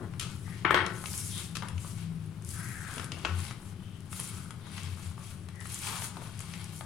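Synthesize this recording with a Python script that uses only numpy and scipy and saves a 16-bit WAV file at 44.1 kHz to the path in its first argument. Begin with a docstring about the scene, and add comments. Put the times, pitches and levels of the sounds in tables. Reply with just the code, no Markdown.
"""A bare hand works flour into mashed potato in a steel bowl, over the low rumble of a small hard kitchen.
First flour hisses along the steel and crumbs scatter; within a second the bowl clatters on the tiles and
rings in its modes. The hand squeezes on: wet films tear with a squelch and air pockets pop. Towards three
seconds the bowl rasps by stick-slip friction, then knocks again. In the second half the sweeps of flour
carry more mash, and fingertips press soft plops from the dough to the end."""
import sys
import numpy as np
from scipy import signal
from scipy.fft import rfft, irfft
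from scipy.io import wavfile
from scipy.ndimage import uniform_filter1d

SR = 44100
rng = np.random.default_rng(int(sys.argv[2]) if len(sys.argv) > 2 else 0)


def to_wav(sig):
    """Store sig (one row per channel, or 1-D mono) as 16-bit WAV at the path in sys.argv[1].

    Samples outside -1..1 are clipped; the rate is SR.
    """
    pcm = np.clip(np.atleast_2d(sig), -1, 1) * 32767
    pcm = np.round(pcm).astype(np.int16)
    wavfile.write(sys.argv[1], SR, pcm.T)  # frames by channels


N = 302085
TIME = np.arange(N) / SR
# spectrum of a thin, bright snap: frequency_hz, level_db
SNAP_SPECTRUM = [(800, -37), (2000, -40), (3200, -11), (5000, 4), (7500, 8), (10300, 11), (12500, -7),
                 (16000, -55)]


def amp(db):
    """Decibels as an amplitude ratio."""
    return 10 ** (np.asarray(db) / 20)


def unit(x):
    """Normalisation to an rms of 1."""
    return x / np.sqrt(np.mean(x ** 2) + 1e-20)


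def read(points, hz):
    """Interpolation of a table on a logarithmic frequency axis."""
    f, value = np.transpose(points)
    return np.interp(np.log(hz + 1), np.log(f), value)


def add(mix, s, sound):
    """Superposition: a two-channel sound joins the mix at time s."""
    part = mix[:, round(s * SR):][:, :sound.shape[1]]
    part += sound[:, :part.shape[1]]


def colour(x, spectrum, size=2048):
    """Spectral shaping by a minimum-phase filter of unit energy."""
    log_gain = np.log(amp(read(spectrum, abs(np.fft.fftfreq(size, 1 / SR)))))
    taps = np.fft.ifft(np.exp(np.conj(signal.hilbert(log_gain)))).real
    return signal.fftconvolve(x, taps[None] / np.linalg.norm(taps), axes=1)[:, :x.shape[1]]


def band(x, hz, q):
    """A fixed second-order resonance of quality factor q."""
    return signal.lfilter(*signal.iirpeak(hz, q, SR), x)


def resonate(x, hz, width_hz):
    """A gliding resonance by heterodyning: shift the curve hz down to zero, smooth twice, shift back."""
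    carrier = np.exp(2j * np.pi * np.cumsum(hz) / SR)
    pole = np.exp(-np.pi * width_hz / SR)
    return (carrier * signal.lfilter([(1 - pole) ** 2], [1, -2 * pole, pole * pole], x / carrier)).real


def pair(x):
    """Spatial coherence: mid and side signals become two close microphones, most alike in the bass."""
    # likeness of the microphones: frequency_hz, coherence
    likeness = [(130, 1), (300, 0.88), (700, 0.5), (1400, 0.78), (3100, 0.29), (6800, 0.33), (10000, 0.8),
                (15000, 0.6)]
    coherence = np.clip(read(likeness, np.fft.rfftfreq(x.shape[1], 1 / SR)), 0, 1)
    mid, side = rfft(x) * np.sqrt([(1 + coherence) / 2, (1 - coherence) / 2])
    return irfft(np.array([mid + side, mid - side]), x.shape[1])


def flutter(per_s, depth_db):
    """Random modulation: a factor that wanders about 1."""
    knots = np.arange(0, TIME[-1] + 1, 1 / per_s)
    return amp(depth_db * np.interp(TIME, knots, rng.standard_normal(len(knots))))


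def swell(peak_s, length_s, rising=0.75, shape=2):
    """An envelope that peaks at 1; rising is the share spent growing, shape 1 is pointed and 2 rounded."""
    offset = np.linspace(-2, 2, 201)
    distance = np.maximum(-offset / rising, offset / (1 - rising))
    return np.interp(TIME, peak_s + length_s * offset, np.exp(-distance ** shape), 0, 0)


def grains(per_s, spread_db, size=N):
    """Shot noise: a random train of tiny ruptures of unequal strength."""
    strength = amp(spread_db * np.minimum(rng.exponential(1, size), 4.5))
    return unit(rng.standard_normal((2, size)) * strength * (rng.random(size) < per_s / SR))


def contact(fade_s, chatter, size=2048):
    """Impact excitation: one sharp push, then a fading rattle whose relative strength is chatter."""
    burst = rng.standard_normal((2, size)) * np.exp(-np.arange(size) / SR / fade_s)
    burst *= chatter / np.linalg.norm(burst, axis=1, keepdims=True)
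    burst[0, 0] += 1
    return burst / np.linalg.norm(burst[0])


def room_tone():
    """Background noise: a slowly sinking rumble, a wavering hum that swells once, and faint steady hiss."""
    # spectra of the rumble and the hiss: frequency_hz, level_db
    rumble_spectrum = [(25, -12.5), (56, -26.5), (72, -10), (88, 0.5), (108, 1), (145, -6.5), (175, -3),
                       (200, -6.5), (225, -16.5), (290, -20.5), (385, -20), (480, -34.5), (1000, -56.5)]
    air_spectrum = [(100, -27), (400, 1.5), (1500, -4), (3000, -6), (6000, -14.5), (10000, -68),
                    (16000, -43)]
    hum_hz, sink_db_per_s = 165, 0.67
    rumble = colour(rng.standard_normal((2, N)), rumble_spectrum, size=16384)
    rumble *= amp(-40 - sink_db_per_s * TIME)
    cycles = np.cumsum(hum_hz * flutter(per_s=9, depth_db=-0.48)) / SR
    hum_level = amp(-56.5) + amp(-45.5) * swell(peak_s=2.42, length_s=0.99)
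    hum = hum_level * unit(np.sin(2 * np.pi * cycles) * flutter(per_s=5.2, depth_db=6.0))
    air = amp(-61) * colour(rng.standard_normal((2, N)), air_spectrum)
    return hum + pair(rumble + air)


def kitchen(x):
    """Reverberation: dense reflections off tiles, lasting longest in the lower middle range."""
    # reverberation time: frequency_hz, t60_s
    decay_times = [(150, 0.047), (400, 0.75), (1400, 0.46), (3000, 0.46), (5000, 0.48), (9000, 0.29),
                   (15000, 0.042)]
    build_up = np.clip(TIME[:SR] / 0.0062 - .5, 0, 1)
    reflections = rng.standard_normal((2, SR)) * (rng.random((2, SR)) < 0.1) * build_up
    hz, t, spectra = signal.stft(pair(reflections), SR, nperseg=256)
    decay = amp(-60 * t / read(decay_times, hz)[:, None])
    tail = signal.istft(spectra * decay, SR, nperseg=256)[1]
    tail /= np.linalg.norm(tail, axis=1, keepdims=True)
    return signal.fftconvolve(x.mean(0)[None], tail, axes=1)[:, :x.shape[1]]


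def wobbles():
    """Rocking oscillation: the loaded bowl throbs briefly under the hand."""
    # throbs: start_s, length_s, level_db, first_hz, last_hz
    throbs = [(0.242, 0.083, -44, 127.6, 105), (1.712, 0.1, -37, 88.7, 90), (3.223, 0.075, -47, 53, 73),
              (3.264, 0.19, -35, 81.3, 93.3), (4.796, 0.2, -39.5, 87, 95), (5.035, 0.096, -40, 89.4, 91)]
    out = np.zeros((2, N))
    for s, length, db, first_hz, last_hz in throbs:
        hz = np.linspace(first_hz, last_hz, round(length * SR))
        throb = np.sin(2 * np.pi * np.cumsum(hz) / SR) * signal.windows.tukey(len(hz), .7)
        add(out, s, amp(db) * np.tile(unit(throb), (2, 1)))
    return out


def shoves():
    """Stick-slip friction: the shoved bowl grinds dully on its base."""
    # pushes on the bowl: start_s, level_db, fade_s
    pushes = [(0.0, -40, 0.053), (2.965, -41, 0.056), (3.105, -44, 0.066), (3.228, -44, 0.05),
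              (6.16, -48, 0.084)]
    # spectrum of the grind: frequency_hz, level_db
    grind_spectrum = [(130, -25), (250, 0.5), (350, -3), (480, -9.5), (700, -12), (1300, -25), (3000, -61)]
    onset_s = 0.01
    out = np.zeros((2, N))
    t = TIME[:SR // 2]
    for s, db, fade_s in pushes:
        push = (1 - np.exp(-t / onset_s)) * np.exp(-t / fade_s)
        add(out, s, amp(db) * push * grains(per_s=1200, spread_db=1.5, size=len(t)))
    return pair(colour(out, grind_spectrum))


def skids():
    """Stick-slip friction: fine grit excites one broad resonance of the steel, and the room answers."""
    # rubs by the tiles or a finger: start_s, length_s, level_db, first_hz, last_hz, width_hz
    rubs = [(0.425, 0.17, -60, 1860, 1930, 400), (1.282, 0.14, -52, 3520, 3560, 900),
            (2.511, 0.17, -53.5, 1470, 1630, 700), (2.578, 0.36, -53, 1970, 1580, 750),
            (2.776, 0.33, -53.5, 1560, 1480, 700), (3.72, 0.32, -68.5, 3070, 3090, 700),
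            (4.23, 0.3, -63.5, 1255, 1370, 380), (4.59, 0.14, -66, 3800, 3800, 800),
            (5.52, 0.14, -59.5, 1940, 1860, 320), (5.839, 0.13, -49, 1080, 1190, 550)]
    out = np.zeros((2, N))
    for s, length, db, first_hz, last_hz, width_hz in rubs:
        hz = np.linspace(first_hz, last_hz, round(length * SR))
        rasp = resonate(grains(per_s=4000, spread_db=4.5, size=len(hz)), hz, width_hz)
        add(out, s, amp(db) * unit(rasp * signal.windows.tukey(len(hz), .6)))
    out = pair(out)
    return out + amp(-0.5) * kitchen(out)


def hollow(x, load):
    """Damped resonances of the bowl join a sound made in it; their tuning shifts as the mash moves."""
    # resonances of the loaded bowl: centre_hz, width_hz, level_db
    resonances = [(870, 56, -3.5), (1130, 360, -6), (1417, 440, -5), (2210, 240, -10), (3220, 170, -2)]
    tuning = np.exp(0.042 * load) * np.ones(x.shape[1])
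    return x + sum(2 * amp(db) * resonate(x, hz * tuning, width) for hz, width, db in resonances)


def ring(modes):
    """Free vibration: modes decay exponentially and reach each microphone in their own phase."""
    t = TIME[:SR]
    tones = sum(amp(db - 60 * t / t60) * np.sin(2 * np.pi * (hz * t + rng.random((2, 1))))
                for hz, db, t60 in modes)
    return tones * (1 - np.exp(-t / 0.00016))


def knocks():
    """Impact on the tiles excites the bowl's modes: a clack, ringing steel, a ping and splash of the rim."""
    # blows: start_s, level_db, cutoff_hz, ping_db, ring_and_room_db, struck_spot_hz, boom_db
    blows = [(0.6476, -26, 2530, -38, -6.5, 800, -24), (0.6503, -13.5, 3150, -34, -2, 2150, -20),
             (0.7075, -14.5, 3500, -2, -2.5, 1800, -2), (0.7442, -11.2, 4200, -5, -2.3, 1900, -4),
             (3.2494, -21, 5200, -28, -7, 2700, -5), (3.2537, -26, 7000, -24, -4.5, 2600, -4)]
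    # modes of the bowl and of its rim: pitch_hz, level_db, t60_s
    bowl_modes = [(364, 3, .7), (1069, 3, .55), (1100, 4, .55), (1263, 2, .5), (1338, 5, .65),
                  (1484, 4, .7), (1507, 3, .6), (1542, 2, .55), (1880, 3, .5), (2165, 1, .45),
                  (3198, 1, .35)]
    rim_modes = [(8581, -13, .22), (8640, -14, .2), (8690, 0, .03), (12050, -3, .02), (15600, -19, .06)]
    # spectra of the clack and the splash: frequency_hz, level_db
    clack_spectrum = [(120, -43), (230, -12), (330, 4), (470, 1.5), (620, -1.5), (740, 0), (1350, 1.5),
                      (2300, -6), (3200, -5.5), (4200, -12), (7000, -10), (14000, -9.5)]
    splash_spectrum = [(2000, -35), (7500, 3), (10300, -1), (12300, -5), (16000, -15)]
    spot_width_hz, boom_hz = 240, 510
    out = np.zeros((2, N))
    impulse = signal.unit_impulse(SR) * np.ones((2, 1))
    for s, db, cutoff_hz, ping_db, ring_db, spot_hz, boom_db in blows:
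        low_pass = signal.butter(4, cutoff_hz, fs=SR, output="sos")  # each knock has its own brightness
        strike = pair(contact(fade_s=.0036, chatter=1.8, size=SR))
        strike += amp(ring_db - 2.3) * kitchen(impulse)
        clack = signal.sosfilt(low_pass, hollow(colour(strike, clack_spectrum), load=0))
        clack += amp(7) * band(clack, spot_hz, q=spot_hz / spot_width_hz)
        clack += (amp(boom_db) - 1) * band(clack, boom_hz, q=1)  # turns down the boom of the base
        ping = amp(ping_db - 26) * ring(rim_modes)
        body = amp(ring_db - 28) * ring(bowl_modes)
        steel = pair(body + ping) + amp(2) * kitchen(ping)
        splash = amp(ping_db - 2.5) * colour(contact(fade_s=0.014, chatter=4.4, size=SR), splash_spectrum)
        add(out, s, amp(db) * (amp(21) * clack + steel + splash))
    return out


def ticks():
    """Light impacts: single dry flecks land on the steel with a thin, high click."""
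    # flecks: start_s, level_db
    flecks = [(2.423, -29), (2.448, -22), (2.49, -18), (2.939, -20.5), (3.390, -24), (4.005, -30.5),
              (5.557, -29), (5.604, -24.5), (6.392, -19), (6.643, -21), (6.762, -28)]
    out = np.zeros((2, N))
    for s, db in flecks:
        add(out, s, amp(db) * contact(fade_s=0.002, chatter=2.4))
    return pair(colour(out, SNAP_SPECTRUM))


def spills():
    """Granular impacts: a shower of crumbs lands on the steel all at once and fades."""
    # showers: start_s, level_db, fade_s
    showers = [(0.195, -39, 0.016), (0.208, -35.5, 0.03), (1.553, -32.5, 0.011), (1.569, -29, 0.0031)]
    # spectrum of crumbs on steel: frequency_hz, level_db
    crumb_spectrum = [(300, 0), (800, -8.5), (1300, 7.5), (1900, -3), (2700, 5.5), (5000, 0), (10300, -4),
                      (12500, -16), (16000, -27)]
    out = np.zeros((2, N))
    t = TIME[:SR // 2]
    for s, db, fade_s in showers:
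        add(out, s, amp(db) * np.exp(-t / fade_s) * grains(per_s=7000, spread_db=0.5, size=len(t)))
    return pair(colour(out, crumb_spectrum))


def plop(hz, rise_hz, fade_s):
    """Cavity resonance: a small air pocket rings for a few cycles and rises in pitch as it opens."""
    t = TIME[:2048]
    pitch_hz = hz + rise_hz * (1 - np.exp(-t / 0.0014))
    tone = np.sin(2 * np.pi * np.cumsum(pitch_hz) / SR) * np.exp(-t / fade_s)
    return tone / np.linalg.norm(tone)


def presses():
    """Dough yields to the fingertips: a cavity's plop and a short squish, with reverberation."""
    # fingertip presses: start_s, level_db, pitch_hz
    fingertips = [(0.477, -31.5, 1120), (1.624, -23, 960), (1.631, -20, 897), (1.845, -27.5, 1126),
                  (5.178, -29.5, 1010), (5.966, -18, 1080), (5.978, -26, 1150), (6.168, -21.5, 920),
                  (6.218, -26, 990), (6.808, -21, 1150)]
    # spectrum of the squish: frequency_hz, level_db
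    squish_spectrum = [(150, -32), (450, -11), (900, 5), (1500, -3.5), (2100, -10), (3500, -10),
                       (7000, -33)]
    onset_s, fade_s = 0.0014, 0.0033
    out = np.zeros((2, N))
    t = TIME[:2048]
    onset = 1 - np.exp(-(t / onset_s) ** 2)
    for s, db, hz in fingertips:
        pocket = unit(onset * plop(hz, rise_hz=120, fade_s=fade_s)) * [[1], [0]]  # mid signal only
        burst = onset * np.exp(-t / fade_s) * rng.standard_normal((2, len(t)))
        squish = amp(4) * unit(colour(burst, squish_spectrum))
        add(out, s, amp(db) * (pocket + squish) / np.sqrt(len(t)))
    out = pair(out)
    return out + amp(-5.5) * kitchen(out)


def small_pops(squeeze, count=16):
    """A random point process of faint pops: the harder the squeeze, the likelier and stronger they are."""
    over_mash_db, range_db, tap_db, snap_db = 8.5, 4, -17, -30
    work = np.cumsum(np.sqrt(squeeze))
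    when, size = rng.random((count, 2)).T
    at = np.searchsorted(work, when * work[-1])
    levels_db = 20 * np.log10(squeeze[at]) + over_mash_db + range_db * (2 * size - 1)
    return [(s, db, tap_db, snap_db) for s, db in zip(TIME[at], levels_db)]


def pops(squeeze):
    """Sudden release: air pockets burst and fingers unstick with a smack, wet snap, plop and dull tap."""
    # sticky pops: start_s, level_db, relative_tap_db, relative_snap_db
    releases = [(0.137, -42.5, -5, -24), (0.197, -19.5, -40, -10.5), (0.864, -20.5, -35, -19.5),
                (1.04, -38.5, -1, -23), (1.058, -24.5, -19, -19), (1.139, -34, -12.5, -26),
                (1.379, -31, -27, -6), (1.623, -33, -5, -32), (1.685, -30.5, -18, -9),
                (1.78, -31.5, -37, -29), (2.981, -24, -20, -31), (2.997, -26, -15, -30),
                (3.044, -34.5, -19, -2.5), (3.119, -22, -23.5, -23), (3.51, -33, -8.5, -26),
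                (4.129, -31, -11, -32), (4.195, -28, -15, -18), (4.507, -35, -8, -9),
                (4.78, -30, -12.5, -35), (5.487, -38.5, -9.5, -12), (5.610, -32, -20, -16.5),
                (5.656, -36.5, -8, -28), (6.021, -27, -12, -26), (6.405, -37, -9, -1),
                (6.538, -27, -23, -33)]
    # spectra of the tap on damped steel and of the smack: frequency_hz, level_db
    tap_spectrum = [(150, -49), (400, -1.5), (650, -1.5), (1400, 1.5), (2000, 2), (4500, -19), (12000, -70)]
    smack_spectrum = [(700, -44), (1800, 5.5), (3000, 13.5), (4500, 4.5), (7000, 3), (13000, -58)]
    out = np.zeros((2, N))
    for s, db, tap_db, snap_db in releases + small_pops(squeeze):
        touch = colour(contact(fade_s=0.0088, chatter=0.76), tap_spectrum)
        tap = amp(21.5) * hollow(touch, load=rng.standard_normal())
        pocket = amp(19) * plop(rng.uniform(770, 1196), rise_hz=260, fade_s=.0035)
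        smack = amp(10) * colour(contact(fade_s=0.0035, chatter=2.3), smack_spectrum)
        snap = amp(20) * colour(contact(fade_s=0.0063, chatter=0.89), SNAP_SPECTRUM)
        add(out, s, amp(db) * (smack + amp(tap_db) * (tap + pocket) + amp(snap_db) * snap))
    return pair(out)


def crackles(per_s=220, bands=5):
    """Adhesion fails: sticky spots let go one by one, each snapping in one of several resonant bands."""
    pitches_hz = np.geomspace(2400, 10500, bands)
    snaps = sum(band(grains(per_s / bands, spread_db=3.6), hz, q=6) for hz in pitches_hz)
    return unit(colour(snaps, SNAP_SPECTRUM))


def patchy(x, depth_db):
    """Spectral modulation: as crumbs of different sizes pass, each band swells and fades by itself."""
    spectra = signal.stft(x, nperseg=256)[2]
    field = uniform_filter1d(rng.standard_normal(spectra.shape[1:]), size=6, axis=0)
    field = uniform_filter1d(field, size=7, axis=1)
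    return unit(signal.istft(spectra * amp(depth_db * unit(field)), nperseg=256)[1][:, :N])


def hand_motion():
    """Incoherent gestures add in power: amplitudes of slide, squeeze and drag, and nearness to the wall."""
    # fingers sweep flour along the wall: start_s, rise_s, length_s, level_db, slowing_db_per_s
    sweeps = [(0.18, 0.032, 0.38, -59, 5.5), (0.995, 0.18, .46, -38, 41.5), (2.412, 0.121, .62, -46, 21),
              (4.079, .11, 0.36, -43, 53), (5.571, 0.15, .49, -45.5, 10)]
    # the hand closes on the mash: tightest_s, length_s, level_db, relative_flour_db, relative_drag_db
    squeezes = [(0.0, 0.132, -71.5, -10, 23.5), (0.303, 0.098, -56, -8, 0.5), (0.575, 0.2, -57, -10, -25),
                (1.008, .17, -59, 8.5, -7), (1.401, .14, -49.5, -2, -18), (1.643, 0.12, -63, -4, 7),
                (1.88, .2, -59, 9, -5), (2.017, .13, -55.5, -5, -16), (2.943, .2, -51, 0, -4),
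                (3.235, .22, -53.5, -6, -2.5), (3.437, .18, -47.5, -2, -6.5), (3.647, 0.16, -66, 6, 3),
                (4.299, 0.18, -54.5, -4, -11), (4.676, 0.11, -63.5, -13, 7.5), (4.807, .22, -50, -3.5, -19),
                (5.028, 0.26, -57.5, 1.5, -5), (5.274, 0.16, -57.5, 3, -10), (5.902, .17, -42, 1, -17),
                (6.034, .1, -53, 10.5, -2.5), (6.22, 0.16, -56.5, 0.5, 0.5), (6.53, 0.45, -53.5, -2.5, -7),
                (6.78, 0.11, -66.5, 15.5, -10)]
    lift_db_per_s, blending_db_per_s = 138, 2
    sweep = np.zeros(N)
    for start, rise_s, length, db, slowing in sweeps:
        t = TIME - start
        rise = np.sin(np.pi / 2 * np.clip(t / rise_s, 0, 1)) ** 2
        fade_db = slowing * np.clip(t - rise_s, 0, length) + lift_db_per_s * np.clip(t - length, 0, 1)
        sweep += rise * amp(db - fade_db)
    carried = sweep * amp(blending_db_per_s * TIME)  # as flour is worked in, sweeps carry more mash
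    # each power has a floor: the hand never quite rests
    slide_power = amp(-67) ** 2 + sweep ** 2
    squeeze_power = amp(-71) ** 2 + (amp(-16) * carried) ** 2
    drag_power = amp(-67) ** 2 + (amp(-33) * carried) ** 2
    for s, length, db, flour_db, drag_db in squeezes:
        power = (amp(db) * swell(s, length, rising=0.5, shape=2.1)) ** 2
        slide_power += amp(flour_db) ** 2 * power
        squeeze_power += power
        drag_power += amp(drag_db) ** 2 * power
    at_wall = sweep / (sweep + amp(-40))  # strong sweeps reach the wall
    return np.sqrt(slide_power), np.sqrt(squeeze_power), np.sqrt(drag_power), at_wall


def kneading(slide, squeeze, drag):
    """Friction and rupture: flour slides, wet films tear in the mash, and the lump sticks and slips."""
    # spectra of sliding flour, tearing mash and the dragged lump: frequency_hz, level_db
    flour_spectrum = [(800, -28.5), (2500, -21.5), (5000, -9.5), (7500, -3.5), (10200, -0.5), (11200, -5.5),
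                      (12500, -12.5), (16000, -22.5)]
    mash_spectrum = [(300, -42), (800, -1.5), (1400, -3.5), (2500, 2), (4500, -1), (6500, -9.5),
                     (12000, -52)]
    drag_spectrum = [(150, 2.5), (350, -2), (600, 0.5), (850, 5), (1100, 2.5), (1400, 1.5), (1900, -1.5),
                     (4000, -53)]
    grip = flutter(per_s=70, depth_db=1.7)
    flour = slide * patchy(colour(grains(per_s=12000, spread_db=-0.5), flour_spectrum), depth_db=2.1)
    mash = squeeze * colour(grains(per_s=5500, spread_db=0.5), mash_spectrum)
    lump = drag * colour(grains(per_s=900, spread_db=3.5), drag_spectrum)
    crackle = amp(-10.5) * np.hypot(squeeze, slide) * crackles()
    load = np.log(flutter(per_s=5.4, depth_db=3.5))
    return pair(hollow(grip * (flour + mash + lump), load) + crackle)


def scene():
    """Direct and reverberant sound: the hand is close and fairly dry; knocks and skids fill the room."""
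    bowl = knocks() + skids() + shoves() + wobbles()
    room = room_tone()
    slide, squeeze, drag, at_wall = hand_motion()
    pan = amp(4.5 * at_wall * np.array([[-.5], [.5]]))  # sweeps run along the right-hand wall
    hand = spills() + pan * kneading(slide, squeeze, drag) + pops(squeeze) + ticks()
    return hand + amp(-7) * kitchen(hand) + presses() + bowl + room


def record(dry):
    """Level difference and band limit: the left microphone is the louder, and the top treble is cut."""
    # balance of the microphones: frequency_hz, left_minus_right_db
    balance = [(350, 8), (700, 3.5), (1300, 8), (2400, 11), (4400, 7), (8100, 7.5), (15000, 0.5)]
    cutoff_hz = 16550
    ratio = amp(read(balance, np.fft.rfftfreq(N, 1 / SR)))
    gains = 2 * np.array([ratio, np.ones_like(ratio)]) / (1 + ratio)
    heard = irfft(rfft(dry) * gains, N)
    low_pass = signal.firwin(511, cutoff_hz, window=("kaiser", 9), fs=SR)
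    return signal.oaconvolve(heard, low_pass[None], "same")


dry = scene()
out = record(dry)
to_wav(out)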